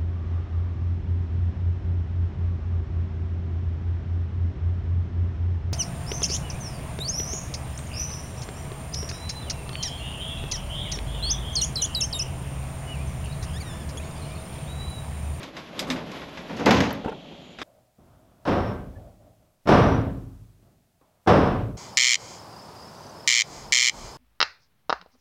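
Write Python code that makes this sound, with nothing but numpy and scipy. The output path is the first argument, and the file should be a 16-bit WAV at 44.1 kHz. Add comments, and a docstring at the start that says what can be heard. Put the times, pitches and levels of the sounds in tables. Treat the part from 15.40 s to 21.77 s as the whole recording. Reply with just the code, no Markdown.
"""A heavy steel van tailgate is pushed shut four times in a garage. The first part is close by and at double pace,
its ring keeping its pitch: the door scrapes down on its stay, clicks, slams, bounces and latches. After a cut
three more slams come from further off. Blows are banded noise plus sheet-metal modes; clicks, latch, scrapes and
room are shaped noise. The camera squeezes loud sounds; in the far part its hiss swells with them."""
import sys
import numpy as np
from scipy import signal
from scipy.fft import rfft, irfft, next_fast_len
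from scipy.io import wavfile
from scipy.ndimage import uniform_filter1d, map_coordinates

SR = 44100
rng = np.random.default_rng(int(sys.argv[2]) if len(sys.argv) > 2 else 0)


def elevation(decibels):
    """Turn decibel levels (scalar or array-like) into linear amplitude ratios."""
    levels = np.asarray(decibels, float)
    return 10 ** (levels / 20)


def put_to_file(sound):
    """Save the sound as 16-bit audio at rate SR, in the file named by the first command-line argument."""
    columns = np.atleast_2d(sound).T  # one column per channel
    safe = np.clip(columns, -1, 1)
    whole_steps = np.round(safe * 32767)
    wavfile.write(sys.argv[1], SR, whole_steps.astype(np.int16))


N = 280942
t = np.arange(N) / SR
CUT_S = 2.2315
# door on frame: t/s, blow level/dB, tilt/dB per octave, build-up/s at pace 1, crack/dB re blow
DOOR_BLOWS = [(1.095, -34, -1.5, 0.0019, -7.5), (1.165, -40, 4.5, 0.0068, 1.5),
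              (1.19, -26.5, -1.5, 0.017, -13), (1.259, -28.5, 3.5, 0.0025, 15),
              (1.264, -12.5, -1, 0.002, 0.5), (1.308, -16.5, 2, 0.0021, 8), (1.342, -24, -3, .006, 2.5),
              (1.404, -22.5, 1.5, .003, 7), (1.506, -34.5, 0, 0.0037, 10.5),
              (2.582, -63, -6.5, 0.0022, 7.5), (3.052, -30, -0.5, 0.0062, -2),
              (3.072, -18.5, -2, 0.0083, -5.5), (4.256, -32.5, -4, 0.006, -4),
              (4.272, -18.5, -0.5, 0.008, -5), (4.288, -8.5, -1.5, 0.019, -1),
              (5.223, -73.5, -5, 0.0029, 7.5), (5.611, -72.5, -1, 0.0034, 14.5),
              (5.862, -27.5, -5.5, 0.007, -3), (5.873, -10.5, -1.5, 0.0076, -4.5)]


def unit(x):
    """Scaled to rms 1."""
    return x / np.sqrt(np.mean(x ** 2, -1, keepdims=True) + 1e-20)


def along(points, hz):
    """(f/Hz, value) points read on a log frequency axis."""
    f, v = np.transpose(points)
    return np.interp(np.log(hz + 1), np.log(f + 1), v)


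def wobble(rate_hz):
    """A smooth random curve, rate_hz knots a second."""
    knots = rng.standard_normal(int(N * rate_hz / SR) + 4)
    return map_coordinates(knots, [t * rate_hz])


def filtered(x, response):
    """x times a zero-phase response of frequency, or a complex one."""
    m = next_fast_len(x.shape[-1] + 8192)
    spectrum = rfft(x, m) * response(np.fft.rfftfreq(m, 1 / SR))
    return irfft(spectrum, m)[..., :x.shape[-1]]


def noise(spectrum, size=N):
    """Coloured noise of rms 1."""
    return unit(filtered(rng.standard_normal(size), lambda hz: elevation(along(spectrum, hz))))


def resonant(x, peaks):
    """x through parallel resonances of alternating sign: f/Hz, width/Hz, level/dB."""
    def response(f):
        return sum((-1) ** k * elevation(db) * 1j * f * w / (c * c - f * f + 1j * f * w)
                   for k, (c, w, db) in enumerate(peaks))
    return filtered(x, response)


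def add(out, start_s, x):
    """Mix x into out from start_s."""
    part = out[round(start_s * SR):][:len(x)]
    part += x[:len(part)]


def slams(blows, colour, speed, ring_db, deep_db, thin_db, tail_db, clatter_db, bass_cycles):
    """Every blow cracks, then shakes the van in half-octave bands and panel modes until a steep drop-off."""
    # sheet-metal modes: f/Hz, level/dB, t60/s at pace 1
    panel_modes = [(46, -8.5, 2.5), (111.4, -2, 1.8), (163.8, -4.5, 1.2), (189.5, -3, 1.3),
                   (266.8, -3, 1.25), (339, -1.5, 0.45), (478, -7, 0.48), (547.6, -6, 0.61),
                   (586.3, 0.5, 0.66), (734, -6, .9), (880, -7.5, 0.71), (1008, -12.5, 0.83),
                   (1117, -12, 0.3), (1172, -8.5, 1.0), (1333, -13, .9), (1557, -13.5, 1.2),
                   (1757, -15.5, 1.3), (2050, -18.5, 0.7), (3670, -31, 0.62), (5420, -25, 0.41)]
    # each band drops away ever more steeply: f/Hz, time to fall 20 dB/s at pace 1
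    drop_times = [(40, .9), (150, 1), (350, 0.66), (1000, 0.41), (6000, 0.47)]
    # van and garage: f/Hz, t60/s at pace 1
    decay_times = [(40, 1.2), (100, 1.36), (250, 0.93), (600, 0.94), (1500, 1.035), (4000, 0.86),
                   (5500, 0.7), (7500, 0.64), (12000, 0.81)]
    out = np.zeros(N)
    u = np.arange(int(1.8 * SR / speed)) / SR * speed  # event time, runs at speed
    centre_hz = 30 * 2 ** (np.arange(19)[:, None] / 2)  # at pace 1; heard at centre_hz * speed

    def band(hz):
        octaves = np.log2((hz + 1) / speed / centre_hz)
        return np.cos(np.pi * np.clip(octaves, -.5, .5)) ** 2

    def drop_off(f):
        return elevation(-20 * (u / along(drop_times, f)) ** 3.53)

    mode_hz, mode_db, t60_s = np.transpose(panel_modes)[..., None]
    # deepest and thinnest modes carry differently to each microphone
    mode_db = mode_db + deep_db * (mode_hz < 130) + thin_db * (mode_hz > 3000)
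    # a weak tail follows the same fade at lower level
    fading = (drop_off(centre_hz) + elevation(tail_db)) * elevation(-60 * u / along(decay_times, centre_hz))
    for start_s, db, tilt_db, rise_s, crack_db in blows:
        shake = filtered(noise(colour, size=len(u)), band)
        swell = 1 - np.exp(-u / (rise_s + bass_cycles / centre_hz))  # bass needs cycles to build up
        crack = elevation(crack_db - 60 * u / 0.066) * (1 - np.exp(-u * centre_hz))
        shake *= (swell * fading + crack) * elevation(tilt_db * np.log2(centre_hz / 500))
        detune, phase, level_draw = rng.standard_normal((3, len(mode_hz), 1))
        # wandering phase blurs each line
        flutter = np.cumsum(rng.standard_normal((len(mode_hz), len(u))), 1) * (0.0017 + mode_hz / 130000.0)
        # u / speed is true time: the pitch stays
        ring = np.sin(2 * np.pi * mode_hz * (1 + .004 * detune) * u / speed + phase + flutter)
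        ring *= elevation(mode_db + 3 * level_draw - 60 * u / t60_s) * drop_off(mode_hz)
        ring_sum = elevation(ring_db) * (1 - np.exp(-u / rise_s)) * ring.sum(0)
        clatter = elevation(clatter_db * wobble(70 * speed)[:len(u)])  # loose parts beat unevenly
        add(out, start_s, elevation(db) * clatter * (shake.sum(0) + ring_sum))
    return out


def clicks():
    """Sharp ticks of stay, hinge and latch with a short wash, each thudding in the hollow door."""
    click_rows = [(0.0306, -31, -2, 0.15, 1.5), (0.167, -28.5, -2, 0.2, -2.5),
                  (0.3926, -19.5, -3.5, 0.11, 6.5), (0.4263, -30, 3, 0.15, -4),
                  (0.4714, -37.5, 19.5, 0.088, -2), (0.5014, -16, 5, 0.126, 0), (0.56, -28, -1.5, 0.27, -6),
                  (0.7166, -31.5, 0, 0.065, 1.5), (0.818, -31.5, -21, 0.17, -7),
                  (0.9732, -30.5, -12, 0.24, -4.5), (1.648, -41, -16, 0.055, -1.5),
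                  (1.695, -34, -15, 0.045, -1.5), (2.1869, -30.5, -4, 0.3, -3.5),
                  (2.2162, -24.5, -3.5, 0.14, -3)]
    # click colour: f/Hz, relative level/dB
    tick_colour = [(530, -4.5), (900, -3.5), (2320, 0.5), (3020, -4.5), (3710, 0.5), (4450, -8.5),
                   (4940, -4.5), (8250, -20.5), (9150, -33.5), (11400, -23.5), (13800, -36.5)]
    # hollow door: f/Hz, width/Hz, level/dB
    door_peaks = [(264, 15, 0), (860, 6.8, -9.5), (1090, 220, -21.5)]
    out, u = np.zeros(N), t[:SR // 3]
    for start_s, db, thud_db, t60_s, tilt_db in click_rows:
        fade = elevation(-60 * u / t60_s) + .5 * elevation(-60 * u / 0.0079)
        slope_db = np.clip(tilt_db, -6, 6)
        tick = filtered(noise(tick_colour, size=len(u)), lambda hz: elevation(slope_db * np.log2((hz + 600) / 3000)))
        push = unit(resonant(rng.standard_normal(len(u)), door_peaks))
        thud = elevation(db + thud_db - 3.5 - 60 * u / 0.14) * (1 - np.exp(-u / 0.022)) * push
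        add(out, start_s, elevation(db - 9.0) * fade * tick + thud)
    return out


def latch():
    """The catch grates over its plate in short noise bursts, each with a low sine knock."""
    # t/s, level/dB before the grate trim, time scale/s, knock/dB re level
    latch_rows = [(1.642, -14.5, 0.01, -24.5), (1.66, -12.5, 0.0052, 1.5), (1.673, -12, 0.018, -6.5),
                  (1.706, -38, 0.012, -2.5), (1.716, -18.5, 0.013, -5)]
    # latch plate: f/Hz, width/Hz, level/dB
    plate_peaks = [(443, 25.3, 10), (867, 41, 7), (1080, 9.5, 5.5), (1410, 83, -2), (2760, 210, -20)]
    out, u = np.zeros(N), t[:SR // 10]
    for start_s, db, length_s, knock_db in latch_rows:
        grate = unit(resonant(rng.standard_normal(len(u)), plate_peaks))
        burst = u / length_s * np.exp(1 - (u / length_s) ** 2) / 2
        add(out, start_s, elevation(db - 11.0) * burst * grate)
        add(out, start_s, elevation(db + knock_db - 60 * u / 0.013) * np.sin(2 * np.pi * 270 * u))
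    return out


def lowering():
    """The door rumbles and scrapes unevenly on its way down; a steadier hiss is left when it rests."""
    # door rumble: t/s, level/dB
    rumble_levels = [(0.0, -41.5), (0.29, -45), (0.42, -38), (0.58, -36.5), (0.92, -44.5), (1.24, -39.5),
                     (1.6, -39), (1.7, -43), (2.1, -50)]
    # rumble colour: f/Hz, relative level/dB
    rumble_colour = [(15, -47.5), (25, -9.5), (113, -10), (162, 1), (209, -2), (444, -6.5), (484, -9),
                     (575, -4), (756, -10), (1500, -26), (1950, -50), (3300, -120)]
    # moving door: f/Hz, relative level/dB
    scrape_colour = [(470, -41.5), (800, -14), (1080, -1), (1200, -9.5), (1320, -6.5), (1690, -8),
                     (3380, -9), (6910, -25.5), (9090, -40.5), (11500, -27.5), (13800, -47.5)]
    # hiss at rest: f/Hz, relative level/dB
    rest_colour = [(470, -29), (800, -11.5), (1600, -9.5), (2730, -3), (2930, -1.5), (3230, 1.5),
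                   (5260, -18), (7000, -21), (9310, -43), (11500, -25), (13800, -59.5)]
    scrape_db, rest_db, rest_s, come_to_rest_s = -47, -54, 1.55, 0.072
    rumble_db = np.interp(t, *np.transpose(rumble_levels))
    jolt = wobble(22)  # shared by rumble and scrape
    resting = np.clip((t - rest_s) / come_to_rest_s, 0, 1)
    rumble = elevation(rumble_db + 0.88 * jolt + 1.5 * wobble(40)) * noise(rumble_colour)
    scrape = (1 - resting) * elevation(scrape_db + 2.1 * jolt + wobble(45)) * noise(scrape_colour)
    rest = resting * elevation(rest_db + 1.5 * wobble(5.7)) * noise(rest_colour)
    return rumble + scrape + rest


def sizzles():
    """Brief narrow-band sizzles and squeaks: doubly resonant noise that swells quickly and fades, unevenly."""
    # t/s, length/s, f/Hz, width of each resonance pass/Hz, level/dB
    sizzle_rows = [(1.527, 0.0083, 11850, 1504, -49), (2.0, .2, 6900, 495, -69),
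                   (3.171, 0.2, 5420, 220, -58.5), (3.54, 0.075, 1730, 60, -68), (5.61, .05, 900, 300, -68),
                   (4.36, .28, 5790, 301, -54), (5.9, .3, 5200, 250, -59)]
    out = np.zeros(N)
    for start_s, length_s, hz, width_hz, db in sizzle_rows:
        u = t[:int(length_s * SR)] / length_s
        peak = [(hz, width_hz, 0)]
        buzz = unit(resonant(resonant(rng.standard_normal(len(u)), peak), peak))
        add(out, start_s, elevation(db + 3.4 * wobble(60)[:len(u)]) * np.sin(np.pi * u ** .6) * buzz)
    return out


def garage():
    """The garage booms on after each far blow; the loose door hums, drones and scuffs as it is pulled and shifted."""
    # door handled: t/s, held/s, hollow hum/dB, drone/dB re hum, scuff/dB re hum
    handling_rows = [(2.2, 0.19, -62.5, -4, -13.5), (2.585, 0.45, -65.5, 5, -5),
                     (3.52, .14, -54.5, -1, -12.5), (3.8, 0.077, -62, 1.5, -12.5),
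                     (3.99, 0.071, -71, 2, -7.5), (5.222, 0.061, -69.5, -2, -7.5),
                     (5.611, 0.15, -74.5, -4, -1.5)]
    # hum colour: f/Hz, relative level/dB
    hum_colour = [(240, -42), (400, -14.5), (481, -6.5), (615, 3), (796, -7.5), (877, -20.5), (950, -22),
                  (1240, -47), (2090, -120)]
    # drone and boom colour: f/Hz, relative level/dB
    drone_colour = [(12, -48), (20, -15.5), (43, 3.5), (118, 6.5), (151, 2.5), (365, -3), (450, -13.5),
                    (580, -35.5), (990, -120)]
    # scuff colour: f/Hz, relative level/dB
    scuff_colour = [(500, -33.5), (850, -1), (1350, -4.5), (1600, -10), (1870, -15.5), (2780, -20),
                    (3500, -18), (4550, -47.5), (7700, -120)]
    grip_s, let_go_t60_s = 0.015, .6
    boom_db, boom_rise_s, boom_t60_s = -16, 0.42, 1.316  # boom_db re blow
    start_s, held_s, hum_db, drone_db, scuff_db = np.transpose(handling_rows)[..., None]
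    onset = 1 - np.exp(-np.clip(t - start_s, 0, None) / grip_s)
    grip = onset * elevation(hum_db - 60 * np.clip(t - start_s - held_s, 0, None) / let_go_t60_s)
    hit_s, blow_db = np.transpose([b[:2] for b in DOOR_BLOWS if b[0] > CUT_S])[..., None]
    after_s = np.clip(t - hit_s, 0, None)
    boom = (1 - np.exp(-after_s / boom_rise_s)) * elevation(blow_db + boom_db - 60 * after_s / boom_t60_s)
    hum = grip.sum(0) * elevation(1.2 * wobble(26)) * noise(hum_colour)
    drone_level = (grip * elevation(drone_db)).sum(0) + boom.sum(0)
    drone = drone_level * elevation(1.5 * wobble(3.2)) * noise(drone_colour)
    scuff = (grip * elevation(scuff_db)).sum(0) * elevation(1.3 * wobble(13)) * noise(scuff_colour)
    return hum + drone + scuff


def room_tone():
    """Steady, mostly low coloured noise of the garage."""
    # f/Hz, relative level/dB
    room_colour = [(15, -31), (25, -3.5), (104, 1.5), (204, -3.5), (306, -16.5), (495, -13.5), (674, -4.5),
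                   (883, -16.5), (2500, -29.5), (3250, -57), (5500, -120)]
    return elevation(-71.5) * noise(room_colour)


def scene():
    """The close, sped-up part up to the cut, then the far part."""
    # blow close by: f/Hz, relative level/dB
    near_colour = [(18, -70), (30, -25.5), (70, -6.5), (216, 0), (302, 2), (335, -11), (467, -0.5),
                   (619, -9), (864, -6), (1180, -12.5), (2020, -14.5), (6560, -32), (9150, -56.5),
                   (11500, -45.5), (13800, -67)]
    # blow from afar: f/Hz, relative level/dB
    far_colour = [(15, -48), (25, -17.5), (99, -2.5), (140, -5.5), (274, -3), (313, -5), (598, -4),
                  (826, -8.5), (1140, -9), (1950, -20), (3720, -26.5), (4380, -31.5), (5430, -28.5),
                  (6920, -43.5), (15500, -58.5)]
    near = slams([b for b in DOOR_BLOWS if b[0] < CUT_S], near_colour, speed=2, ring_db=-9.5, deep_db=-14.5,
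                 thin_db=-2.5, tail_db=-14.5, clatter_db=1.1, bass_cycles=3.6)
    near += clicks() + latch() + lowering()
    # microphone notch and upper edge
    near = filtered(near, lambda hz: (1 - .8 * np.exp(-((hz - 9100) / 150) ** 2)) / (1 + (hz / 13300) ** 40))
    far = slams([b for b in DOOR_BLOWS if b[0] > CUT_S], far_colour, speed=0.94, ring_db=-11.5, deep_db=1.5,
                thin_db=2.0, tail_db=-17, clatter_db=0.43, bass_cycles=2.9)
    far += garage() + room_tone()
    return np.where(t < CUT_S, near, far)[None] + sizzles()


def low_pass(x):
    """Removes everything above the highest recorded frequency."""
    return signal.sosfilt(signal.butter(12, 15800, fs=SR, output="sos"), x)


def record(dry):
    """Gain control turns loud passages down; in the far part the hiss rides on the loudness."""
    # f/Hz, relative level/dB
    hiss_colour = [(300, -1), (2000, 0), (8000, -2), (15000, -3.5)]
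    dry = filtered(dry, lambda hz: hz ** 2 / (hz ** 2 + 25 ** 2))  # the microphone drops the deepest bass
    width = int(0.02 * SR)
    power = uniform_filter1d(dry ** 2, width, origin=(width - 1) // 2)  # looks back only
    loud_db = 10 * np.log10(np.abs(power) + 1e-9)
    gain_db = -.25 * np.logaddexp(0, (loud_db + 24.0) / 3) * 3  # soft knee at -24 dB
    slow_db = uniform_filter1d(loud_db + gain_db, int(.12 * SR))
    hiss = elevation(-57.0 + 0.24 * np.minimum(slow_db, -30)) * noise(hiss_colour) * (t > CUT_S)
    squeezed = dry * elevation(gain_db + 1)
    # the capsule favours pushes over pulls
    squeezed = filtered(squeezed + 0.067 * squeezed ** 2, lambda hz: hz > 20)
    return low_pass(squeezed + hiss)


dry = scene()
out = record(dry)
put_to_file(out)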